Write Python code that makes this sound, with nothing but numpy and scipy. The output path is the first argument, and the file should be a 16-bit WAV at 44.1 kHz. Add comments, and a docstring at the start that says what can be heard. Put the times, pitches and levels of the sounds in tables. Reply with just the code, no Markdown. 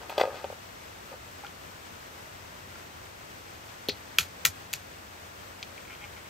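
"""A plastic cup tips and clatters on a tray, hollow and bright, as a wooden pestle is lifted off.
Walnuts tick and roll in a ringing clay bowl, then four pestle blows crack a nut on a stone: the
shell snaps and crumbles, the wood knocks, the carpeted floor booms. Contacts ring short, decaying
modes; rattles and rolls are swarms of tiny contacts. The room is small and dull, and a handheld
camera hisses throughout."""
import sys
import numpy as np
from scipy import signal
from scipy.fft import rfft, irfft, next_fast_len
from scipy.io import wavfile
from scipy.ndimage import uniform_filter1d

SR = 44100
rng = np.random.default_rng(int(sys.argv[2]) if len(sys.argv) > 2 else 0)


def bounce(signal):
    """Save signal as a 16-bit WAV file at the path given by the first command-line argument."""
    frames = np.transpose(np.atleast_2d(signal))
    limited = np.clip(frames, -1, 1)
    pcm = np.round(limited * 32767).astype(np.int16)
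    wavfile.write(sys.argv[1], SR, pcm)


N = 277389
FFT_SIZE = next_fast_len(N)

# Hollow knocks: the cup clatters on the tray; the last three are dull knocks of the pestle changing
# hands. Each row: start in seconds, body peak in dB, body centre in Hz, wall in dB against the body,
# wall centre in Hz, click in dB against the body.
HOLLOW_KNOCKS = [(.032, -35, 900, -9, 2000, -30), (.095, -28, 700, 2, 2570, -8),
                 (.101, -26, 910, -15, 2400, -20), (0.125, -28, 920, -10, 2500, -20),
                 (.176, -29, 640, -13, 2400, -30), (0.1791, -11.5, 620, -6.5, 3370, -23),
                 (.183, -17, 443, -5, 3400, -30), (0.196, -15, 760, -12, 3400, -18),
                 (.200, -22, 590, -1, 2030, -28), (.206, -19.5, 550, -14, 3420, -30),
                 (.210, -13, 860, -4, 3580, -24), (.212, -8, 617, -7, 1990, -30),
                 (.227, -32, 566, -10, 2050, -30), (.2352, -12.5, 630, -23, 2480, -36),
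                 (.2523, -19.5, 560, -14, 2500, -36), (.263, -27, 544, -24.5, 2300, -36),
                 (.274, -22.5, 534, -22, 2300, -36), (.281, -28, 505, -33, 2300, -36),
                 (.293, -35, 563, -22, 2000, -36), (.312, -37, 550, -21, 1980, -36),
                 (.332, -33, 750, -12, 2000, -36), (0.342, -30, 630, -13, 2210, -30),
                 (0.358, -39, 800, -17, 2200, -36), (.4415, -21, 624, -9.5, 2620, -28),
                 (.447, -25, 680, -18, 2500, -36), (.500, -27, 597, -17, 2300, -33),
                 (.525, -29, 560, -17, 2200, -33), (1.116, -34, 525, -31, 2000, -36),
                 (1.128, -34, 850, -14.5, 2010, -33), (1.138, -32.5, 615, -23, 2000, -36)]
# The cup slides and trembles. Each row: time in seconds, body level in dB, wall level in dB.
CUP_RATTLE = [(0, -50, -58), (.035, -43.5, -52), (.075, -60, -74), (.1, -43.5, -45), (.165, -49, -52),
              (.205, -33, -33), (.26, -47, -51), (.31, -41.5, -55), (.37, -45, -46), (.44, -49, -58),
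              (.58, -68, -73)]
# The cup's hollow body. Each row: pitch in Hz, relative level in dB, base t60 in seconds.
CUP_BODY_MODES = [(430, -5, 0.11), (526, 10.5, 0.051), (572, 3.5, 0.048), (755, 2, 0.07), (857, 0.5, 0.061),
                  (901, 3, 0.067), (1014, -20, 0.061), (1238, 6, 0.1), (1620, 7, 0.051)]
# Its thin wall. Each row: pitch in Hz, relative level in dB, base t60 in seconds.
CUP_WALL_MODES = [(1180, -1.5, 0.031), (1570, -3, 0.017), (2010, 0.5, 0.017), (2550, 0, 0.013),
                  (3000, -5, 0.012), (3413, 1.5, 0.011), (4100, -3, 0.014), (4640, 1, 0.014),
                  (5400, -2, 0.008), (6450, -2, 0.006), (8100, 1, 0.008)]
# Flat, dull knocks ring on; rim knocks are damped. Each row: wall in dB against the body, t60 factor.
KNOCK_DAMPING = [(-30, 1.5), (-17, 0.73), (-2, 0.32)]
# The tone of the noise bed on the left. Each row: frequency in Hz, relative level in dB.
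HISS_EQ = [(25, -18), (45, -4.5), (90, 6), (130, -1), (260, -2.5), (650, -0.5), (1500, -2.5), (2600, -7.5),
           (4200, -10.5), (6200, -11.5), (7400, -15.5), (10000, -16.5), (11200, -17), (13000, -24.5),
           (15650, -20), (15950, -56)]
# The stereo image of the hiss. Each row: frequency in Hz, likeness of left and right from 0 to 1,
# the right channel's phase lead in half turns, its level against the left in dB.
HISS_IMAGE = [(0, .96, 0, -2), (170, .88, .05, -2.5), (400, .35, .4, -2), (750, .45, .85, -1),
              (1500, .35, .92, -2), (2000, .15, 1.5, -1.5), (2600, .46, 1.78, -1.5), (3700, .1, 1.8, -4.5),
              (5000, .14, 1.7, -9), (6400, .1, 1.6, -7), (8400, .67, 2.45, -2), (9450, 1, 3, 0),
              (10850, 1, 3, 0), (11500, .65, 3.4, 0), (12600, 1, 4, 0), (14100, 1, 4, 0),
              (14700, .65, 4.35, 0), (16000, .6, 4.8, 0)]
# The stereo image of the near sounds, with the same columns.
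NEAR_IMAGE = [(0, .99, 0, -2), (300, .98, 0, -2.5), (550, .97, .05, .5), (850, .95, .1, 1.5),
              (2400, .8, -.14, 1), (3400, .8, -.35, -2), (5200, .65, -.15, -6), (6300, .75, .15, -5.5),
              (7900, .8, .28, -1), (9300, .96, .86, 0), (10000, 1, 1, 0), (16500, .96, 2.95, 0)]
# A nut taps the bowl. Each row: start in seconds, peak in dB, ring centre in Hz,
# shell click in dB against the bowl.
BOWL_TICKS = [(1.436, -35.5, 810, -25), (1.447, -30, 1390, -8), (1.4665, -30, 3160, -2),
              (2.756, -38.5, 1400, -9), (5.628, -26, 2480, 5), (5.632, -30, 2920, 5),
              (5.7785, -30, 2300, -29), (5.879, -37, 2170, -13), (5.852, -39, 2500, -6),
              (5.899, -33, 1680, -20), (5.906, -32, 2210, -20), (5.950, -37, 3000, -17),
              (6.031, -37, 2380, -20), (6.041, -30.5, 2160, -20)]
# Nuts roll. Each row: start in seconds, length in seconds, level in dB, ring centre in Hz.
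BOWL_ROLLS = [(1.439, 0.047, -53, 1520), (5.897, 0.063, -49, 1900), (5.991, 0.083, -46.5, 1850),
              (6.157, 0.035, -49, 1480), (6.253, 0.024, -52, 2400)]
# Fired clay. Each row: pitch in Hz, relative level in dB, base t60 in seconds.
BOWL_MODES = [(824, 1, 0.16), (1400, 0, 0.074), (1580, -8, 0.027), (2070, -7, 0.017), (2192, 4.5, 0.037),
              (2380, 0, 0.05), (2540, -6, 0.019), (2970, -5, 0.02), (3228, 3, 0.026)]
# Walnut shell. Each row: pitch in Hz, relative level in dB, base t60 in seconds.
SHELL_MODES = [(1340, -4, 0.03), (1940, -4.5, 0.017), (2310, -5, 0.021), (2710, 1.5, 0.01),
               (3060, 0, 0.0071), (3410, 1, 0.01), (3720, 1.5, 0.0078), (4180, 3, 0.0076),
               (4740, 2, 0.0093), (5040, -1, 0.012), (5950, 0, 0.0087), (6550, -3, 0.014),
               (7200, 1, 0.0064), (8350, 3, 0.007)]
# The shell breaks. Each row: start in seconds, peak in dB, ring centre in Hz, tick in dB against the ring.
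SHELL_SNAPS = [(3.8862, -15, 4000, -3), (3.8903, -21, 4600, -18), (3.8938, -20, 4300, -5),
               (3.894, -21, 2150, -20), (3.898, -21, 2250, -18), (3.8985, -24, 4500, -15),
               (4.1851, -3, 3100, -9), (4.1862, -5, 2300, -12), (4.1858, -12, 6100, 6),
               (4.1865, -20, 1290, -20), (4.1902, -17, 4000, -14), (4.194, -18, 6000, -8),
               (4.198, -20, 2520, -14), (4.4504, -13, 3340, -3), (4.4517, -4, 6500, -5),
               (4.452, -23, 1290, -20), (4.4533, -6, 2000, -2), (4.4538, -10, 6600, -2),
               (4.4605, -12, 6300, -2), (4.4603, -16, 1986, -8), (4.47, -22, 6000, -6),
               (4.7303, -23, 3100, 0), (4.7304, -25, 6600, -3), (4.7363, -18, 7000, 0),
               (4.7365, -19, 4750, -6), (4.7365, -16, 2800, -8)]
# The pestle lands. Each row: start in seconds, levels of knock, boom and crumble in dB, then the
# crumble's t60 in seconds, centre in Hz and roll-off in dB per octave.
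PESTLE_BLOWS = [(3.887, -19, -40, -26.5, 0.12, 3870, 35), (4.185, -31, -35.5, -23, 0.15, 3000, 3.5),
                (4.4508, -36, -33.5, -16.5, 0.1, 5000, 2), (4.731, -53, -40, -31.5, 0.13, 4500, 5)]
# The wooden knock. Each row: pitch in Hz, relative level in dB, base t60 in seconds.
PESTLE_MODES = [(267, -4, 0.057), (413, 2, 0.044), (507, -11, 0.089), (825, -10, 0.013)]
# The floor answers late. Each row: pitch in Hz, level in dB against the boom,
# delay in seconds counted from 15 ms before the blow, t60 in seconds.
FLOOR_MODES = [(149, 3.5, 0.0204, 0.077), (93.5, 2.5, 0.0446, 0.12)]
# The base tone of crumbling shell. Each row: frequency in Hz, relative level in dB.
CRUMBLE_EQ = [(600, -8), (1300, -4), (2000, -3.5), (3000, -2.5), (4200, 2), (5300, -1), (6500, 1.5),
              (9000, 1.5), (12000, 3), (16000, -12)]


def gain_of(db):
    """Decibels to a factor."""
    return 10 ** (np.asarray(db) / 20)


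def unit_rms(x):
    """Scales to rms 1."""
    return x / np.sqrt(np.mean(x ** 2) + 1e-20)


def unit_peak(x):
    """Scales to peak 1."""
    return x / abs(x).max()


def add(mix, start, sound):
    """Mixes a sound in at start seconds."""
    part = mix[round(start * SR):][:len(sound)]
    part += sound[:len(part)]


def equalise(x, points):
    """Filters by (Hz, dB) points joined on a log axis."""
    hz, db = np.transpose(points)
    bins = np.fft.rfftfreq(len(x), 1 / SR)
    return irfft(rfft(x) * gain_of(np.interp(np.log(bins + 1), np.log(hz), db)), len(x))


def ring(modes, centre_hz, rolloff_db, t60_scale, cycles=1.187, spread_ms=0):
    """A contact drives the modes for some cycles of centre_hz; each octave away loses rolloff_db."""
    hz, db, t60 = np.transpose(modes)[:, :, None]
    late = spread_ms / 1000 * rng.random(hz.shape)  # a tearing contact staggers the modes
    t = np.arange(round(SR * (t60.max() * t60_scale + .004))) / SR - cycles / centre_hz - late
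    attack = np.cos(np.pi / 2 * np.clip(t * centre_hz / cycles, -1, 0)) ** 2
    struck_db = db - rolloff_db * abs(np.log2(hz / centre_hz))
    decay_db = 60 * np.maximum(t, 0) / (t60 * t60_scale)
    return (attack * gain_of(struck_db - decay_db) * np.sin(2 * np.pi * hz * t)).sum(0)


def click(rise_ms, low_hz):
    """A spit of noise above low_hz that swells and quickly dies."""
    age = np.arange(SR // 50) / SR * 1000 / max(rise_ms, .05)
    highpass = signal.butter(2, low_hz, "high", fs=SR, output="sos")
    noise = signal.sosfilt(highpass, rng.standard_normal(len(age)))
    return unit_peak(noise * age * np.exp(-age))


def grains(times, levels_db, grain, per_s, spread_db):
    """A swarm of tiny contacts rides a level curve; returns its start and its sound."""
    t = np.arange(times[0], times[-1], 1 / SR)
    size, chance, polarity = rng.random((len(t), 3)).T
    hits = gain_of(-spread_db * np.log(size + .017)) * (chance < per_s / SR) * np.sign(polarity - .5)
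    swarm = unit_rms(signal.fftconvolve(hits, grain)[:len(t)])
    return times[0], swarm * gain_of(np.interp(t, times, levels_db)) * signal.windows.tukey(len(t), .05)


def hollow_clatter():
    """Soft knocks ring the cup's body, sharp ones wake its wall and click; a rattle runs between.
    The dull knocks of the pestle changing hands borrow the same modes."""
    out = np.zeros(N)
    for start, db, hz, wall_db, wall_hz, click_db in HOLLOW_KNOCKS:
        t60_scale = np.interp(wall_db, *np.transpose(KNOCK_DAMPING))
        body = ring(CUP_BODY_MODES, hz, rolloff_db=13, t60_scale=t60_scale, cycles=1.736)
        wall = ring(CUP_WALL_MODES, wall_hz, rolloff_db=15, t60_scale=1.03, cycles=3.01, spread_ms=1.59)
        add(out, start, gain_of(db) * unit_peak(body))
        add(out, start + .00018, gain_of(db + wall_db) * unit_peak(wall))
        add(out, start - .0006, gain_of(db + click_db) * click(rise_ms=4.2, low_hz=3500))
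    times, body_db, wall_db = np.transpose(CUP_RATTLE)
    body = ring(CUP_BODY_MODES, 863, rolloff_db=2.8, t60_scale=.32)
    add(out, *grains(times, body_db, body, per_s=1000, spread_db=2.5))
    wall = ring(CUP_WALL_MODES, 1570, rolloff_db=2.5, t60_scale=.61)
    add(out, *grains(times, wall_db, wall, per_s=1200, spread_db=3.5))
    return out


def widen(left, other, image):
    """The right channel is a blend of left and other, recoloured and shifted in phase."""
    hz, *columns = np.transpose(image)
    bins = np.fft.rfftfreq(FFT_SIZE, 1 / SR)
    likeness, lead, db = (np.interp(bins, hz, column) for column in columns)
    blend = likeness * rfft(left, FFT_SIZE) + np.sqrt(1 - likeness ** 2) * rfft(other, FFT_SIZE)
    right = irfft(blend * gain_of(db) * np.exp(1j * np.pi * lead), FFT_SIZE)
    return np.array([left[:N], right[:N]])


def hiss(level_db=-44.5):
    """A bed of room rumble and microphone noise, swelling very slightly."""
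    left, other, drift = rng.standard_normal((FFT_SIZE, 3)).T
    drift = unit_rms(uniform_filter1d(uniform_filter1d(drift, 2500), 2500))
    swell = gain_of(level_db + .5 * drift)
    left, other = (swell * unit_rms(equalise(noise, HISS_EQ)) for noise in (left, other))
    return widen(left, other, HISS_IMAGE)


def nuts_in_bowl():
    """Nuts tick against fired clay and roll over it; a roll swells, holds and fades."""
    out = np.zeros(N)
    for start, db, hz, click_db in BOWL_TICKS:
        clay = ring(BOWL_MODES, hz, rolloff_db=22.5, t60_scale=.75, cycles=1.6)
        shell = ring(SHELL_MODES, 4400, rolloff_db=12, t60_scale=1.2, cycles=1.5)
        add(out, start, gain_of(db) * unit_peak(clay))
        add(out, start, gain_of(db + click_db) * unit_peak(shell))
    for start, length, db, hz in BOWL_ROLLS:
        times = [start, start + .0087, start + .66 * length, start + length]
        clay = ring(BOWL_MODES, hz, rolloff_db=6, t60_scale=1)
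        add(out, *grains(times, [db - 3, db, db, db - 18], clay, per_s=700, spread_db=3))
    return out


def shell_snaps():
    """Each break jolts the shell into a brief ring and spits a treble tick."""
    out = np.zeros(N)
    for start, db, hz, tick_db in SHELL_SNAPS:
        tear = .1225 * hz / 1000  # brighter breaks tear for longer
        shell = ring(SHELL_MODES, hz, rolloff_db=24.5, t60_scale=.78, cycles=1.536, spread_ms=.698 * tear)
        add(out, start, gain_of(db) * unit_peak(shell))
        add(out, start, gain_of(db + tick_db) * click(rise_ms=.8 * tear, low_hz=8000))
    return out


def crumble(t, centre_hz, rolloff_db):
    """Crushed shell makes a fine, lumpy crackle whose treble dies first."""
    flutter, noise = rng.standard_normal((len(t), 2)).T
    lumps = gain_of(2.2 * unit_rms(uniform_filter1d(flutter, 60)))
    tone = [(hz, db - rolloff_db * abs(np.log2(hz / centre_hz))) for hz, db in CRUMBLE_EQ]
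    crumbs = equalise(noise, tone)
    treble = equalise(crumbs, [(5000, -40), (8000, -21)])
    crumbs -= treble * (1 - gain_of(-260 * t))
    return unit_rms(crumbs * lumps)


def pestle_blows():
    """The pestle knocks, the shell crumbles under it, the floor booms a moment later."""
    out, t = np.zeros(N), np.arange(SR // 4) / SR
    for start, knock_db, boom_db, crumble_db, t60, centre_hz, rolloff_db in PESTLE_BLOWS:
        knock = ring(PESTLE_MODES, 424, rolloff_db=1.8, t60_scale=.94, cycles=.76)
        add(out, start, gain_of(knock_db) * unit_peak(knock))
        envelope = np.minimum(t / .00039, 1) * gain_of(crumble_db - 60 * t / t60)
        add(out, start, envelope * crumble(t, centre_hz, rolloff_db))
        for hz, db, delay, boom_t60 in FLOOR_MODES:
            swell = np.minimum(t / .009, 1) ** 2 * gain_of(boom_db + db - 60 * t / boom_t60)
            add(out, start + delay - .015, swell * np.sin(2 * np.pi * hz * t))
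    return out


def carpeted_room(x, t60=.1, predelay_s=.0046):
    """Sparse reflections die fast, and the carpet swallows their treble."""
    t = np.arange(SR // 3) / SR
    chance, polarity = rng.random((len(t), 2)).T
    taps = (chance < .12) * np.sign(polarity - .5) * gain_of(-60 * t / t60) * (t >= predelay_s)
    reflections = signal.oaconvolve(x, taps / np.linalg.norm(taps))[:N]
    return signal.lfilter(*signal.butter(1, 6000, fs=SR), reflections)


def smear(x, size=256):
    """Scrambles the phase over a few milliseconds and leaves the colour alone."""
    spectrum = rfft(rng.standard_normal(size) * np.exp(-np.arange(size) / (size / 6)), 4 * size)
    return signal.oaconvolve(x, irfft(spectrum / abs(spectrum)))[:N]


def scene():
    """The near sounds with a touch of room, spread to stereo over the hiss."""
    near = hollow_clatter() + nuts_in_bowl() + shell_snaps() + pestle_blows()
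    left = near + gain_of(-13) * carpeted_room(near)
    return widen(left, smear(left), NEAR_IMAGE) + hiss()


def record(dry, drive=1.05, cutoff_hz=16400):
    """The input stage rounds off the loudest cracks; a steep low-pass trims the top."""
    rounded = np.tanh(drive * dry) / drive
    lowpass = signal.firwin(511, cutoff_hz, window=("kaiser", 9), fs=SR)
    return signal.oaconvolve(rounded, lowpass[None], "same")


dry = scene()
out = record(dry)
bounce(out)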